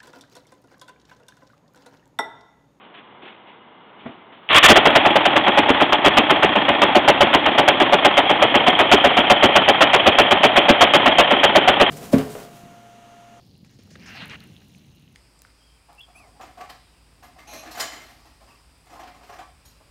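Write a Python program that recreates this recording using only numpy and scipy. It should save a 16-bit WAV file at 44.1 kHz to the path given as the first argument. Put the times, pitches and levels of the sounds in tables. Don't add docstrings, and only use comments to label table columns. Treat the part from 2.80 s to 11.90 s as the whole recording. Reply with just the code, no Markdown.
import sys
import numpy as np
from scipy import signal
from scipy.fft import rfft, irfft, next_fast_len
from scipy.io import wavfile
from scipy.ndimage import map_coordinates

SR = 44100
rng = np.random.default_rng(int(sys.argv[2]) if len(sys.argv) > 2 else 0)


def persist_wave(psi):
    counts = np.round(np.clip(psi, -1, 1) * 32767).astype(np.int16)
    wavfile.write(sys.argv[1], SR, np.atleast_2d(counts).T)


N = 401310

# [t/s, blow level/dB, length of the bouncing/s]
KNOCK_TIMES = [(1.884, 1, 0.037), (1.958, 2, 0.019), (2.056, 1.5, 0.016), (2.154, 0.5, 0.017),
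               (2.253, -1, 0.014), (2.358, 3, 0.011), (2.455, 1.5, 0.011), (2.559, -0.5, 0.015),
               (2.667, -1, 0.017), (2.776, 2, 0.015), (2.888, -1, 0.017), (3.004, 0.5, 0.018),
               (3.125, 2, 0.011), (3.248, 2, 0.024), (3.371, 3.5, 0.017), (3.499, 2.5, 0.015),
               (3.626, 1.5, 0.019), (3.756, -1, 0.018), (3.885, 0.5, 0.015), (4.019, 3, 0.015),
               (4.151, 1.5, 0.02), (4.28, 5.5, 0.016), (4.408, 3.5, 0.018), (4.534, 2, 0.018),
               (4.658, 1, 0.015), (4.781, 2, 0.017), (4.88, 2.5, 0.013), (5.003, -0.5, 0.018),
               (5.126, -0.5, 0.018), (5.248, 5.5, 0.013), (5.372, 3, 0.014), (5.497, -3, 0.017),
               (5.62, 1, 0.019), (5.744, 1.5, 0.018), (5.869, 0, 0.018), (5.992, -1, 0.02),
               (6.117, 4.5, 0.018), (6.243, 0.5, 0.019), (6.371, 1.5, 0.018), (6.501, 4.5, 0.016),
               (6.627, 1.5, 0.02), (6.757, 3.5, 0.016), (6.882, 1.5, 0.017), (7.009, 2, 0.02),
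               (7.135, 2.5, 0.016), (7.262, 1.5, 0.02), (7.387, 2.5, 0.018), (7.512, 1, 0.016),
               (7.635, 3, 0.018), (7.762, 1.5, 0.019), (7.886, 2.5, 0.018), (8.011, 3.5, 0.017),
               (8.138, 2.5, 0.02), (8.261, 0.5, 0.018), (8.385, 2.5, 0.021), (8.509, -0.5, 0.018),
               (8.634, 1.5, 0.017), (8.754, 2.5, 0.017), (8.877, 1, 0.016), (9.001, 2.5, 0.019)]
# [f/Hz, width/Hz, relative level over the tank/dB, over the handlebar/dB]
CASE_MODES = [(580, 40, -5, -1), (650, 35, -7, -4), (733, 50, -4, .5), (845, 35, 1, -3),
              (1060, 150, -12, -12), (1400, 250, -18, -18)]
# [f/Hz, width/Hz, relative level over the tank/dB, over the handlebar/dB]
FRAME_MODES = [(216, 69, -7, -12.5), (297.7, 65, 1, -2), (385, 250, -9.5, -7.5)]
# [f/Hz, width/Hz, relative level over the tank/dB, over the handlebar/dB]
COVER_MODES = [(1800, 100, -6, -12), (2100, 200, -9, -10), (2500, 300, -9, -10), (3090, 90, -8, 0),
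               (3300, 130, 0, -3)]

CATCH_S = 1.71
SCENE_HZ = 6000


def knocks():
    # [f/Hz, relative level/dB per Hz]
    boom_points = [(25, -35.5), (60, -12.5), (150, -18), (220, -3.5), (300, -2.5), (400, -0.5), (480, -5.5),
                   (800, -24.5), (3300, -99)]
    # [f/Hz, relative level/dB per Hz]
    rattle_points = [(200, -26), (450, -26), (560, 3), (800, -1.5), (1100, -4.5), (1500, -6), (2300, -6),
                     (2800, -5), (3150, -3.5), (3300, -6.5)]
    contacts, bounce_s = 6, 0.0069
    thud_db, first_thuds_db, first_thuds_s = -11, 10, 0.18
    thud_scatter_db, rattle_scatter_db, blow_scatter_db = 1.8, 1, 1
    rattle_back_db, rattle_forward_db = -11, -8

    s, blow_db, length = np.transpose(KNOCK_TIMES)[:, :, None]
    count = len(s)
    after = np.arange(contacts) * bounce_s
    times = s - 0.0012 + after + 0.00019 * rng.standard_normal((count, contacts))
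    lasting = amp(-30 * after) / (1 + (after / length) ** 6)
    size = amp(blow_db + blow_scatter_db * rng.standard_normal((count, contacts))) * lasting

    blows = impulses(times, size)
    chatter = amp(-24.5) * dying(blows, 0.0021, 0.064) * rng.standard_normal(N)
    case = amp(28.5) * ringing(blows + chatter, CASE_MODES)

    thud = thud_db + first_thuds_db * np.exp(-np.abs(s - CATCH_S) / first_thuds_s)
    thud = thud + thud_scatter_db * rng.standard_normal((count, 1))
    gathering = np.clip(after / 0.014, 0, 1) ** 2
    pushes = impulses(times, size * gathering * amp(thud))
    boom = amp(-1.5) * dying(pushes, 0.0033, 0.08) * noise(boom_points)
    frame = amp(38) * ringing(pushes, FRAME_MODES) + boom

    rattle_scatter = rattle_scatter_db * rng.standard_normal((count, 1))
    shaking = impulses(times - 0.0015, size * amp(rattle_scatter))
    shaking = shaking * amp(brightness_db(rattle_back_db, rattle_forward_db))
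    short_tail = dying(shaking, 0.0014, 0.054)
    long_tail = amp(-27.5) * dying(shaking, 0.005, 0.82)
    rattle = (short_tail + long_tail) * noise(rattle_points)
    return case + frame + rattle


def running():
    build_up_s = 0.13
    firings = firing_blows()
    beat = dying(firings, 0.0023, 0.068)
    since = np.clip(np.arange(N) / SR - CATCH_S, 0, None)
    started = 1 - np.exp(-since / build_up_s)
    return started * (churn(beat) + hum(beat) + clatter(firings))


def firing_blows():
    cylinder_db = np.array([-1, 1.2, -3, -2])
    s = np.transpose(KNOCK_TIMES)[0]
    cycle = np.append(np.diff(s), 0.125)[:, None]
    phase = (np.arange(4) + 0.899) / 4 + 0.006 * rng.standard_normal((len(s), 4))
    times = s[:, None] + cycle * phase
    return impulses(times, amp(cylinder_db + rng.standard_normal((len(s), 4))))


def churn(beat):
    # [f/Hz, relative level/dB per Hz]
    churn_points = [(15, -54), (25, -26.5), (152, -9.5), (253, -4), (412, -7.5), (831, 3), (1070, -2.5),
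                    (1270, -3.5), (1640, -8), (1900, -3), (2070, -7), (2910, -5.5), (3230, -6),
                    (4000, -9.5), (5200, -54.5), (8800, -120)]
    level_db = -21.5
    flutter = amp(3 * np.tanh(wobble(60)))
    return amp(level_db) * unit((0.584 + beat) * flutter) * noise(churn_points)


def hum(beat):
    level_db = -29
    push = (0.18 + beat) * rng.standard_normal(N)
    return amp(level_db) * unit(ringing(push, FRAME_MODES[1:] + CASE_MODES))


def clatter(firings):
    back_db, forward_db = -29, -22
    swing_db = 6
    spiky = np.tanh(0.46 * rng.standard_normal(N) * amp(1.3 * rng.standard_normal(N)))
    pulse = 0.5 + dying(firings, 0.001, 0.0176)
    swing = amp(swing_db * np.tanh(wobble(110)))
    cover = unit(ringing(pulse * swing * spiky, COVER_MODES))
    return amp(brightness_db(back_db, forward_db)) * cover


def ticks():
    # [t/s, blow level/dB]
    tick_blows = [(5.9518, 26.5), (5.96, 16.5), (6.1727, 30), (6.2008, 25.5), (6.2102, 21), (7.064, 18),
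                  (7.0964, 22)]
    s, db = np.transpose(tick_blows)
    return ringing(impulses(s, amp(db)), COVER_MODES[3:])


def starter():
    # (t/s, blow level/dB)
    engage_s, engage_db = (1.69, 16)
    # [t/s, level/dB, hold/s]
    strain_swells = [(1.688, -19, 0.31), (1.697, -11.5, 0.016), (1.725, -13, .015), (1.742, -5.5, 0.042),
                     (1.826, -1.5, 0.039), (1.879, -4.5, 0.037)]
    # [f/Hz, width/Hz, relative level/dB]
    housing_modes = [(900, 88, -20), (1190, 135, -4.5), (1790, 22, -0.5), (1936, 230, -9.5),
                     (2406, 48, -11), (2600, 89, -7.5), (3430, 760, -7)]
    # [f/Hz, relative level/dB per Hz]
    grind_points = [(24, -46), (40, -20), (259, -14.5), (571, -5.5), (629, -3), (1210, -6), (1560, -5),
                    (3300, -0.5), (4000, -16.5), (5200, -46.5), (8800, -120)]
    strike_modes = [(2550, 620, 0), (3220, 500, 0.000068)]
    rise_s, t60_s = 0.0072, 0.055

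    strike = filtered(impulses([engage_s], amp([engage_db])), modes(strike_modes))
    housing = unit(filtered(rng.standard_normal(N), modes(housing_modes)))
    grind = 0.56 * housing + 0.77 * noise(grind_points)
    strain = swells(strain_swells, rise_s, t60_s)
    return strike + strain * amp(1.8 * wobble(90)) * grind


def thump():
    # [t/s, blow level/dB]
    switch_blows = [(1.2559, -33.5), (1.2609, -26), (1.291, -37)]
    # [f/Hz, relative level/dB, t60/s]
    panel_modes = [(150, -7, .06), (240, 1, .08), (420, -11, .05), (540, -12, .05), (668, 0, 0.062),
                   (866, -5, .04), (1110, -8, .04), (1450, -11, .035), (1900, -10, .035), (2250, -13, .035)]
    puff_points = [(80, -25), (250, -6.0), (700, -10), (2200, -20), (3300, -50)]  # f/Hz, level/dB
    out, t = np.zeros(N), np.arange(SR // 4) / SR
    for s, db in switch_blows:
        ring = np.zeros(len(t))
        for hz, level, t60 in panel_modes:
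            decay = amp(level + rng.normal(0, 1) - 60 * t / t60)
            ring += decay * np.sin(2 * np.pi * hz * t)
        out[round(s * SR):][:len(t)] += amp(db) * ring * (1 - np.exp(-t / 0.0016))
    s, db = np.transpose(switch_blows)
    puff = dying(impulses(s, amp(db - 13)), 0.0022, 0.17) * noise(puff_points)
    return out + puff


def cloth():
    # [t/s, level/dB, hold/s]
    rustle_swells = [(0, -50, .05), (.14, -42, 0.017), (.42, -41, 0.061), (.668, -47.5, 0.027),
                     (1.19, -46.5, 0.03), (1.255, -47, .01), (1.52, -47.5, 0.027), (1.63, -54, .03)]
    # [f/Hz, relative level/dB per Hz]
    cloth_points = [(120, -36.5), (200, -12.5), (343, -4), (559, -14), (1100, -9), (1190, -11),
                    (3150, -7.5), (4000, -8), (5200, -49.5), (8800, -120)]
    rise_s, t60_s = 0.0027, 0.49
    return swells(rustle_swells, rise_s, t60_s) * amp(1.7 * wobble(120)) * noise(cloth_points)


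def whine():
    # [f/Hz, mean amplitude/dB]
    whine_tones = [(1238, -76), (2067, -67), (2896, -65)]
    t = np.arange(N) / SR
    out = np.zeros(N)
    for hz, db in whine_tones:
        out += amp(db + 4.8 * wobble(32)) * np.sin(2 * np.pi * hz * t + 1.6 * wobble(22))
    return out


def air():
    # [f/Hz, relative level/dB per Hz]
    air_points = [(15, -55.5), (25, -34.5), (200, -2.5), (478, -2.5), (521, -5.5), (924, 1), (1900, -11),
                  (2070, -8), (2510, -13), (2850, -11.5), (3040, -9.5), (3600, -11), (4000, -19),
                  (5200, -55.5), (8800, -120)]
    level_db = -48.5
    return amp(level_db + 0.8 * wobble(5.8)) * noise(air_points)


def forward_share():
    # [t/s, forward share 0-1]
    drift = [(0, 0.17), (4.6, 0.07), (6, 0.93), (9.1, 0.85)]
    s, share = np.transpose(drift)
    return np.interp(np.arange(N) / SR, s, share)


def brightness_db(back_db, forward_db):
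    flare_db, flare_s = 6, 0.54
    since = np.clip(np.arange(N) / SR - CATCH_S, 0, None)
    place_db = back_db + (forward_db - back_db) * forward_share()
    return place_db + flare_db * np.exp(-since / flare_s)


def ringing(x, table):
    share = forward_share()
    rows = np.array(table)
    back = filtered(x, modes(rows[:, [0, 1, 2]]))
    forward = filtered(x, modes(rows[:, [0, 1, 3]]))
    return (1 - share) * back + share * forward


def modes(table):
    def response(f):
        total = 0
        for k, (centre, width, db) in enumerate(table):
            damping = 1j * f * width
            total = total + (-1) ** k * amp(db) * damping / (centre ** 2 - f ** 2 + damping)
        return total
    return response


def impulses(seconds, sizes):
    at = np.round(np.ravel(seconds) * SR).astype(int)
    keep = at < N
    return np.bincount(at[keep], np.ravel(sizes)[keep], N)


def dying(x, rise, t60):
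    t = np.arange(int(t60 * SR)) / SR
    return signal.oaconvolve(x, (1 - np.exp(-t / rise)) * amp(-60 * t / t60))[:N]


def swells(rows, rise_s, t60_s):
    t = np.arange(N) / SR
    out = np.zeros(N)
    for s, db, hold in rows:
        start = round(s * SR)
        age = t[start:][:SR] - s
        fall_db = 60 * np.clip(age - hold, 0, None) / t60_s
        out[start:][:SR] += (1 - np.exp(-np.abs(age) / rise_s)) * amp(db - fall_db)
    return out


def noise(points):
    edge_hz = 3300
    gain = colour(points)
    return unit(filtered(rng.standard_normal(N), lambda hz: gain(np.minimum(hz, edge_hz))))


def colour(points):
    f, db = np.transpose(points)
    return lambda hz: amp(np.interp(np.log(hz + 1), np.log(f + 1), db))


def filtered(x, response, top_hz=SCENE_HZ):
    m = next_fast_len(N + SR // 2)
    hz = np.fft.rfftfreq(m, 1 / SR)
    hz = hz[hz < top_hz]
    return irfft(rfft(x, m)[..., :len(hz)] * response(hz), m)[..., :N]


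def wobble(rate):
    knots = rng.standard_normal(int(N * rate / SR) + 4)
    return unit(map_coordinates(knots, [np.arange(N) * rate / SR]))


def unit(x):
    return x / np.sqrt(np.mean(x ** 2) + 1e-20)


def amp(db):
    return 10 ** (np.asarray(db) / 20)


def scene():
    engine = knocks() + running() + ticks()
    return (engine + starter() + thump() + cloth() + whine() + air())[None]


def record(dry):
    # [f/Hz, gain/dB]
    band_points = [(20, -16), (60, 3), (120, 4), (3300, 0.5), (3600, -4), (4000, -17), (4400, -29.5),
                   (4700, -67), (5000, -92), (5300, -120)]
    full_scale, top_hz = 0.68, 16000
    narrow = filtered(dry, colour(band_points))
    clipped = np.clip(narrow, -full_scale, full_scale)
    return filtered(clipped, np.ones_like, top_hz)


dry = scene()
out = record(dry)
persist_wave(out)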